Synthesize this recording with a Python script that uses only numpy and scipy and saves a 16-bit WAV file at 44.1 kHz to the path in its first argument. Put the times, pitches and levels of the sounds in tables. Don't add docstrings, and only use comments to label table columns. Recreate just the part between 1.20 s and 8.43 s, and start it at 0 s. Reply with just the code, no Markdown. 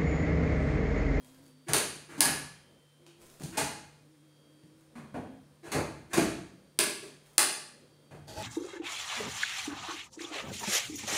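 import sys
import numpy as np
from scipy import signal
from scipy.fft import rfft, irfft, next_fast_len
from scipy.io import wavfile
from scipy.ndimage import uniform_filter1d, map_coordinates

SR = 44100
rng = np.random.default_rng(int(sys.argv[2]) if len(sys.argv) > 2 else 0)


def digitize_waveform(pressure):
    field = np.atleast_2d(pressure).T
    bounded = np.clip(field, -1, 1)
    quanta = np.round(bounded * 32767).astype(np.int16)
    wavfile.write(sys.argv[1], SR, quanta)


N = 318843
SPAN = 49152
KNOCK_TIME = np.arange(SPAN) / SR
KNOCK_HZ = np.fft.rfftfreq(SPAN, 1 / SR)
CLOCK = np.arange(N) / SR
TOP_HZ = 15750


# (frequency [Hz], spectral level [dB])
AIR_COLOUR = [(15, -60), (25, -57), (117, -15.5), (141, -22), (223, -13), (301, -14.5), (416, -16),
              (503, -12.5), (734, -22.5), (988, -21.5), (2910, -28), (3160, -30), (3820, -27), (4740, -29),
              (16000, -39.5)]
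# (frequency [Hz], width [Hz], lift [dB])
AIR_MODES = [(61, 50, 12), (103, 30, 3.5), (300, 180, 4.1), (550, 42, 2.5), (9200, 1240, 9.3)]
# (frequency [Hz], middle level [dB])
MOTOR_LINES = [(148, -67), (495, -80)]
LOW_WAVES_DB = 3

# (start [s], time before the fall [s], middle pitch [Hz], middle level [dB])
TRAFFIC_SWELLS = [(-0.15, 0.37, 261.5, -60.5), (1.77, 0.16, 346, -65), (2.8, .13, 300, -63.5),
                  (3.22, .35, 310, -64)]
TRAFFIC_RISE_S, TRAFFIC_FALL_S, TRAFFIC_FLUTTER_DB = 0.072, 0.49, 1

# (pitch [Hz], level against the chorus [dB], line width [Hz])
CHORUS_SINGERS = [(3135, -2, 50), (3240, 3.5, 14), (3532, -4, 30), (3950, -6, 240), (5350, -7, 300)]
CHORUS_DB, SONG_SWELL_DB = -85.5, 3.5
# (start [s], time before the fall [s], pitch [Hz], level [dB])
INSECT_CALLS = [(0.15, 0.36, 4600, -76.5), (1.25, 0.49, 3110, -74.5), (3.056, 0.38, 4650, -79),
                (5.25, 0.22, 4660, -80.5), (6.653, 0.43, 4590, -80)]
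CALL_RISE_S, CALL_FALL_S, CALL_WIDTH_HZ = 0.095, 0.22, 44

# (frequency [Hz], decay time t60 [s])
ROOM_DECAY = [(80, 0.99), (300, 0.56), (700, 0.55), (2000, 0.62), (4500, 0.62), (8000, 0.53), (11000, 0.49),
              (16000, 0.31)]

# (frequency [Hz], spectral level [dB])
RUB_COLOUR = [(400, 2), (1500, -6.5), (3000, -10.5), (6500, -10.5), (9500, -7), (12000, -13.5),
              (15500, -13.5)]
# (start [s], time before the fall [s], rasp level [dB])
RUB_STROKES = [(-0.06, 0.29, -61), (1.982, 0.42, -58.5), (3.553, 0.042, -69.5), (6.016, 0.098, -63)]
RUB_RISE_S, RUB_FALL_S = 0.041, 0.143
# (frequency [Hz], spectral level [dB])
RUNNER_COLOUR = [(35, -40), (60, -3), (207, -7), (323, -6.5), (527, -9.5), (651, -10), (882, -13.5),
                 (1060, -19.5), (1910, -16.5), (2250, -26), (2580, -15), (2770, -21.5), (8320, -24.5),
                 (13900, -35), (16000, -42)]
# (frequency [Hz], width [Hz], lift [dB])
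DRAWER_RESONANCES = [(306, 67, 7), (632.7, 26, 19.4), (853, 65, 13.8), (4600, 490, 5.1)]
# (start [s], carcass level [dB], runner level [dB])
DRAWER_TUGS = [(7.07, -47.5, -53), (7.163, -42, -53)]
TUG_RISE_S = 0.017

# (frequency [Hz], spectral level [dB])
KNOCK_COLOUR = [(24, -50.5), (40, 0), (185, -6), (237, -7), (320, -4.5), (354, -8.5), (503, -14),
                (790, -18), (1270, -21.5), (1680, -20), (1950, -23.5), (2440, -24), (5310, -30),
                (9220, -25), (16000, -36.5)]
# (frequency [Hz], width [Hz], lift [dB])
KNOCK_RESONANCES = [(43.6, 23, -11.5), (147.7, 6.6, 8), (192.5, 3.4, 5.5), (249, 15, -3), (328, 16, 2.5),
                    (430, 64, 3.5), (506, 17, -2.5), (752, 31, -0.5), (1155, 15, 3), (1652, 22, 2),
                    (2464, 31, 7), (4420, 1200, 7.5), (6450, 2000, 7), (9190, 1500, 6)]
# (time [s], treble level [dB],
# bass level [dB], middle level [dB], low note [Hz], upper note [Hz], rattle t60 [s])
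LIGHT_TAPS = [(1.865, -50, -60.5, -61.5, 345, 3280, 0.0076), (2.234, -36.5, -43, -69, 149, 835, 0.021),
              (3.435, -63, -58, -74.5, 163, 1810, 0.0067)]
# (time [s], catch level [dB], panel level [dB], frame level [dB],
# panel note [Hz], frame note [Hz], delay of the settling contact [s])
SOFT_BUMPS = [(2.204, -47.5, -45.5, -55, 190, 800, .018), (3.7531, -53, -46, -52, 223, 1100, .025),
              (3.941, -52.5, -36.5, -40.5, 259, 746, .014), (5.8259, -47.5, -49.5, -57, 390, 608, .025),
              (6.909, -55.5, -47.5, -52, 141, 680, 0.032)]
SETTLE_DB, SETTLE_PANEL_DB, BUMP_T60 = -3.5, -1, 0.034

# (frequency [Hz], spectral level [dB])
SWITCH_COLOUR = [(59, -61.5), (100, -22.5), (358, -1.5), (492, -3.5), (608, -9), (854, 3.5), (1390, -6),
                 (1650, -6.5), (2750, -5), (4570, -7.5), (7140, -3.5), (9610, 5), (12400, -9.5),
                 (15000, -9), (16000, -16)]
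# (frequency [Hz], width [Hz], lift [dB])
SWITCH_RESONANCES = [(232.2, 61, 1.5), (400.6, 90, 7), (605, 69, 14), (880, 100, -2), (1157, 27, 7),
                     (1680, 170, 6), (2099, 100, 2), (2300, 45, -6), (4567, 1500, 10.5), (6400, 340, 5),
                     (8260, 1400, 2), (13800, 2800, 3.5)]
# (time [s], click level [dB], plate level [dB], box level [dB],
# box note [Hz], spring note [Hz], spring lift [dB])
SWITCH_SNAPS = [(0.5338, -13.5, -31.5, -33.5, 610, 7700, 1), (1.0061, -9, -35.5, -30, 1700, 10900, 6),
                (5.5892, -13, -29, -29.5, 620, 10800, 0), (6.1806, -8, -33.5, -27.5, 850, 9470, 5.5)]
# (switching off [dB], switching on [dB])
CLICK_DIRECT_DB = (-3, -1.3)

# (time the catch lets go [s], grip's lead before it [s], swing's lag after it [s],
# grip level [dB], catch level [dB], carcass level [dB], panel level [dB], frame level [dB],
# hinge jangle level [dB], carcass note [Hz], catch note [Hz], panel note [Hz], frame note [Hz])
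DOOR_PULLS = [(0.483, .018, 0.051, -40.5, -30.5, -36.5, -37, -30.5, -22, 145, 625, 426, 2650),
              (0.977, 0.094, 0.075, -48.5, -41, -39, -35, -32.5, -29, 292, 920, 252, 1705),
              (2.371, 0.054, .014, -46.5, -21.5, -35.5, -43, -56, -39.5, 281.5, 840, 139, 904),
              (4.5167, .09, .025, -47.5, -27.5, -36, -29.5, -31, -49.5, 409.6, 2100, 264, 872),
              (4.9314, 0.037, .036, -48, -24, -39, -21.5, -29, -25, 200, 2400, 336, 677)]
GRIP_T60, RELEASE_T60, SWING_T60 = 0.36, 0.04, 0.058
GRIP_CATCH_DB, GRIP_PANEL_DB, GRIP_FRAME_DB = 1, 0.5, -0.5
CATCH_FRAME_DB = -8
STRAIN_PANEL_HZ, STRAIN_FRAME_HZ = 340, 1540


def amp(db):
    return 10 ** (np.asarray(db) / 20)


def unit(x):
    return x / np.sqrt(np.mean(x ** 2) + 1e-20)


def along(points, hz):
    f, v = np.transpose(points)
    return np.interp(np.log(hz + 1), np.log(f + 1), v)


def colour(points, modes, hz):
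    lift_db = sum(db / (1 + (2 * (hz - f) / width) ** 2) for f, width, db in modes)
    return amp(along(points, hz) + lift_db)


def thirds(hz):
    low = 1 / (1 + (hz / 600) ** 6)
    high = 1 - 1 / (1 + (hz / 2800) ** 12)
    return np.sqrt([low, (1 - low) * (1 - high), high])


def causal(gain):
    cepstrum = irfft(np.log(np.maximum(gain / gain.max(), 1e-6)))
    cepstrum[1:SPAN // 2] *= 2
    cepstrum[SPAN // 2 + 1:] = 0
    return np.exp(rfft(cepstrum))


def filtered(x, response):
    size = next_fast_len(N + SR // 2)
    hz = np.fft.rfftfreq(size, 1 / SR)
    return irfft(rfft(x, size) * response(hz), size)[:N]


def add(track, s, sound):
    part = track[round(s * SR):][:len(sound)]
    part += sound[:len(part)]


def gate(s, length, rise, fall):
    opening = np.clip((CLOCK - s) / rise, 0, 1)
    closing = np.clip(1 - (CLOCK - s - length) / fall, 0, 1)
    return opening * closing


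def wobble(rate):
    return map_coordinates(rng.standard_normal(200), [CLOCK * rate], mode="wrap")


def background(air_db=-66):
    noise = rng.standard_normal(N)
    air = unit(filtered(noise, lambda hz: colour(AIR_COLOUR, AIR_MODES, hz)))
    rumble = filtered(air, lambda hz: thirds(hz)[0])
    waves = amp(LOW_WAVES_DB * wobble(9.9))
    bed = amp(air_db) * (air + rumble * (waves - 1))
    for hz, db in MOTOR_LINES:
        line = np.sin(2 * np.pi * hz * CLOCK + 0.88 * wobble(5))
        bed += amp(db + 2.2 * wobble(20)) * unit(line)
    return bed


def traffic(waver_hz=8):
    track = np.zeros(N)
    for s, length, hz, db in TRAFFIC_SWELLS:
        pitch = hz + waver_hz * wobble(24)
        tone = unit(np.sin(2 * np.pi * np.cumsum(pitch) / SR))
        flutter = amp(db + TRAFFIC_FLUTTER_DB * wobble(15))
        track += flutter * gate(s, length, TRAFFIC_RISE_S, TRAFFIC_FALL_S) * tone
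    return track


def trill(hz, width):
    drift = np.cumsum(rng.standard_normal(N)) * np.sqrt(np.pi * abs(width) / SR)
    return unit(np.sin(2 * np.pi * hz * CLOCK + uniform_filter1d(drift, size=200)))


def insects(lone_hz=4590, lone_db=-87, swell_rate=3.7):
    singers = [(hz, CHORUS_DB + db, width) for hz, db, width in CHORUS_SINGERS]
    singers.append((lone_hz, lone_db, CALL_WIDTH_HZ))
    track = np.zeros(N)
    for hz, db, width in singers:
        track += amp(db + SONG_SWELL_DB * wobble(swell_rate)) * trill(hz, width)
    for s, length, hz, db in INSECT_CALLS:
        track += amp(db) * gate(s, length, CALL_RISE_S, CALL_FALL_S) * trill(hz, CALL_WIDTH_HZ)
    return track


def room_answer(build=0.0037, sparse=0.37, merge=0.12):
    echoes = rng.standard_normal(SPAN)
    spread = sparse * np.exp(-KNOCK_TIME / merge)
    echoes *= np.exp(spread * rng.standard_normal(SPAN) - spread ** 2)
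    hz, t, z = signal.stft(echoes, SR, nperseg=256)
    decay = 1e-3 ** (t / along(ROOM_DECAY, hz)[:, None])
    wash = signal.istft(z * decay, SR, nperseg=256)[1][:SPAN]
    wash *= 1 - np.exp(-KNOCK_TIME / build)
    return wash / np.linalg.norm(wash)


def friction(response, rough):
    grip = np.repeat(rng.standard_normal(N // 64 + 1), 64)[:N]
    slips = rng.standard_normal(N) * np.exp(rough * grip)
    heard = amp(-3) * slips + signal.fftconvolve(slips, room_answer())[:N]
    return unit(filtered(heard, response))


def rubbing():
    strokes = sum(amp(db) * gate(s, length, RUB_RISE_S, RUB_FALL_S) for s, length, db in RUB_STROKES)
    return strokes * friction(lambda hz: colour(RUB_COLOUR, [], hz), rough=1.0)


def drawer():
    def body(hz):
        return colour(RUNNER_COLOUR, DRAWER_RESONANCES, hz)

    carcass = friction(lambda hz: body(hz) * np.hypot(*thirds(hz)[:2]), rough=0.57)
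    runner = friction(lambda hz: body(hz) * thirds(hz)[2], rough=0.78)
    track = np.zeros(N)
    for s, carcass_db, runner_db in DRAWER_TUGS:
        slide = np.clip((CLOCK - s) / TUG_RISE_S, 0, 1)
        track += slide * (amp(carcass_db) * carcass + amp(runner_db) * runner)
    return track


def contact(half_t60, rough):
    age = np.log(1000) * KNOCK_TIME / max(half_t60, 1e-3)
    swell = np.sqrt(age * np.exp(-age))
    burst = rfft(rng.standard_normal(SPAN) * np.exp(rough * rng.standard_normal(SPAN)) * swell)
    flat = irfft(burst / (np.abs(burst) + 1e-12))
    return rfft(flat * swell)


def strike(spectrum, gain):
    sound = irfft(spectrum * causal(gain))
    return sound / np.sqrt(uniform_filter1d(sound ** 2, size=1764).max())


def knocks(contacts, direct_db, note_db, ring_db, hollow_db, panel_q, dulling, boom_db, boom_s, rough,
           catch_db=-11, frame_db=-1, panel_db=-3):
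    track = np.zeros(N)
    bass, middle, treble = thirds(KNOCK_HZ)
    octaves = np.log2(np.clip(KNOCK_HZ, 500, 6000) / 1000)
    for s, catch, panel, frame, panel_hz, frame_hz, rattle_t60 in contacts:
        heard = rfft(room_answer(build=0.0014)) + amp(direct_db)
        blow = contact(rattle_t60 / 2, rough) * heard
        notes = [(panel_hz, 45, note_db), (frame_hz, 90, ring_db), (frame_hz, frame_hz / 2, hollow_db)]
        body = colour(KNOCK_COLOUR, KNOCK_RESONANCES + notes, KNOCK_HZ)
        body *= amp(dulling * min(catch - panel, 0) * octaves)
        flex = 1 / np.hypot(1, panel_q * (KNOCK_HZ / panel_hz - panel_hz / (KNOCK_HZ + 1)))
        add(track, s, amp(catch + catch_db) * strike(blow, body * treble))
        add(track, s, amp(frame + frame_db) * strike(blow, body * middle))
        add(track, s, amp(panel + panel_db) * strike(blow, body * bass * flex))
        swing = KNOCK_TIME / boom_s * np.exp(1 - KNOCK_TIME / boom_s)
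        mode = unit(np.sin(2 * np.pi * panel_hz * KNOCK_TIME))
        add(track, s, amp(panel + boom_db) * swing * mode)
    return track


def taps():
    return knocks(LIGHT_TAPS, direct_db=-4.5, note_db=0, ring_db=-2, hollow_db=11.5, panel_q=1.3,
                  dulling=0.2, boom_db=3, boom_s=0.012, rough=0.73)


def bumps():
    contacts = []
    for s, catch, panel, frame, panel_hz, frame_hz, settle in SOFT_BUMPS:
        contacts.append((s, catch, panel, frame, panel_hz, frame_hz, BUMP_T60))
        contacts.append((s + settle, catch + SETTLE_DB, panel + SETTLE_PANEL_DB, frame + SETTLE_DB,
                         panel_hz, frame_hz, BUMP_T60))
    return knocks(contacts, direct_db=-11.5, note_db=6.5, ring_db=5, hollow_db=2.5, panel_q=1.12,
                  dulling=0.39, boom_db=-1.5, boom_s=0.01, rough=1.13)


def switches(snap_half_t60=0.0055, box_direct_db=-9, echo_s=0.049, echo_db=-14,
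             click_db=-11, box_db=0, plate_db=-2):
    track = np.zeros(N)
    bass, middle, treble = thirds(KNOCK_HZ)
    wall = amp(echo_db) * np.exp(-2j * np.pi * KNOCK_HZ * echo_s)
    for turn, (s, click, plate, box, box_hz, spring_hz, spring_lift) in enumerate(SWITCH_SNAPS):
        snap = contact(snap_half_t60, rough=0.19)
        room = rfft(room_answer(build=0.0031, sparse=0.6)) + wall
        notes = [(box_hz, 130, 5), (spring_hz, 1100, spring_lift)]
        body = colour(SWITCH_COLOUR, SWITCH_RESONANCES + notes, KNOCK_HZ)
        near_click = snap * (room + amp(CLICK_DIRECT_DB[turn % 2]))
        knock = snap * (room + amp(box_direct_db))
        add(track, s, amp(click + click_db) * strike(near_click, body * treble))
        add(track, s, amp(box + box_db) * strike(knock, body * middle))
        add(track, s, amp(plate + plate_db) * strike(knock, body * bass))
    return track


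def doors():
    contacts = []
    for (s, lead, lag, grip, catch, carcass, panel, frame, jangle,
         carcass_hz, catch_hz, panel_hz, frame_hz) in DOOR_PULLS:
        contacts.append((s - lead, grip + GRIP_CATCH_DB, grip + GRIP_PANEL_DB, grip + GRIP_FRAME_DB,
                         STRAIN_PANEL_HZ, STRAIN_FRAME_HZ, GRIP_T60))
        contacts.append((s, catch, carcass, catch + CATCH_FRAME_DB, carcass_hz, catch_hz, RELEASE_T60))
        contacts.append((s + lag, jangle, panel, frame, panel_hz, frame_hz, SWING_T60))
    return knocks(contacts, direct_db=-11.5, note_db=3, ring_db=7.5, hollow_db=0, panel_q=1,
                  dulling=0.3, boom_db=-5, boom_s=0.021, rough=1.18)


def scene():
    far = background() + traffic() + insects()
    room = rubbing() + drawer() + taps() + bumps() + doors()
    return (far + room + switches())[None]


def record(dry):
    return filtered(dry[0], lambda hz: 1 / np.sqrt(1 + (hz / TOP_HZ) ** 600))[None]


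dry = scene()
out = record(dry)
digitize_waveform(out)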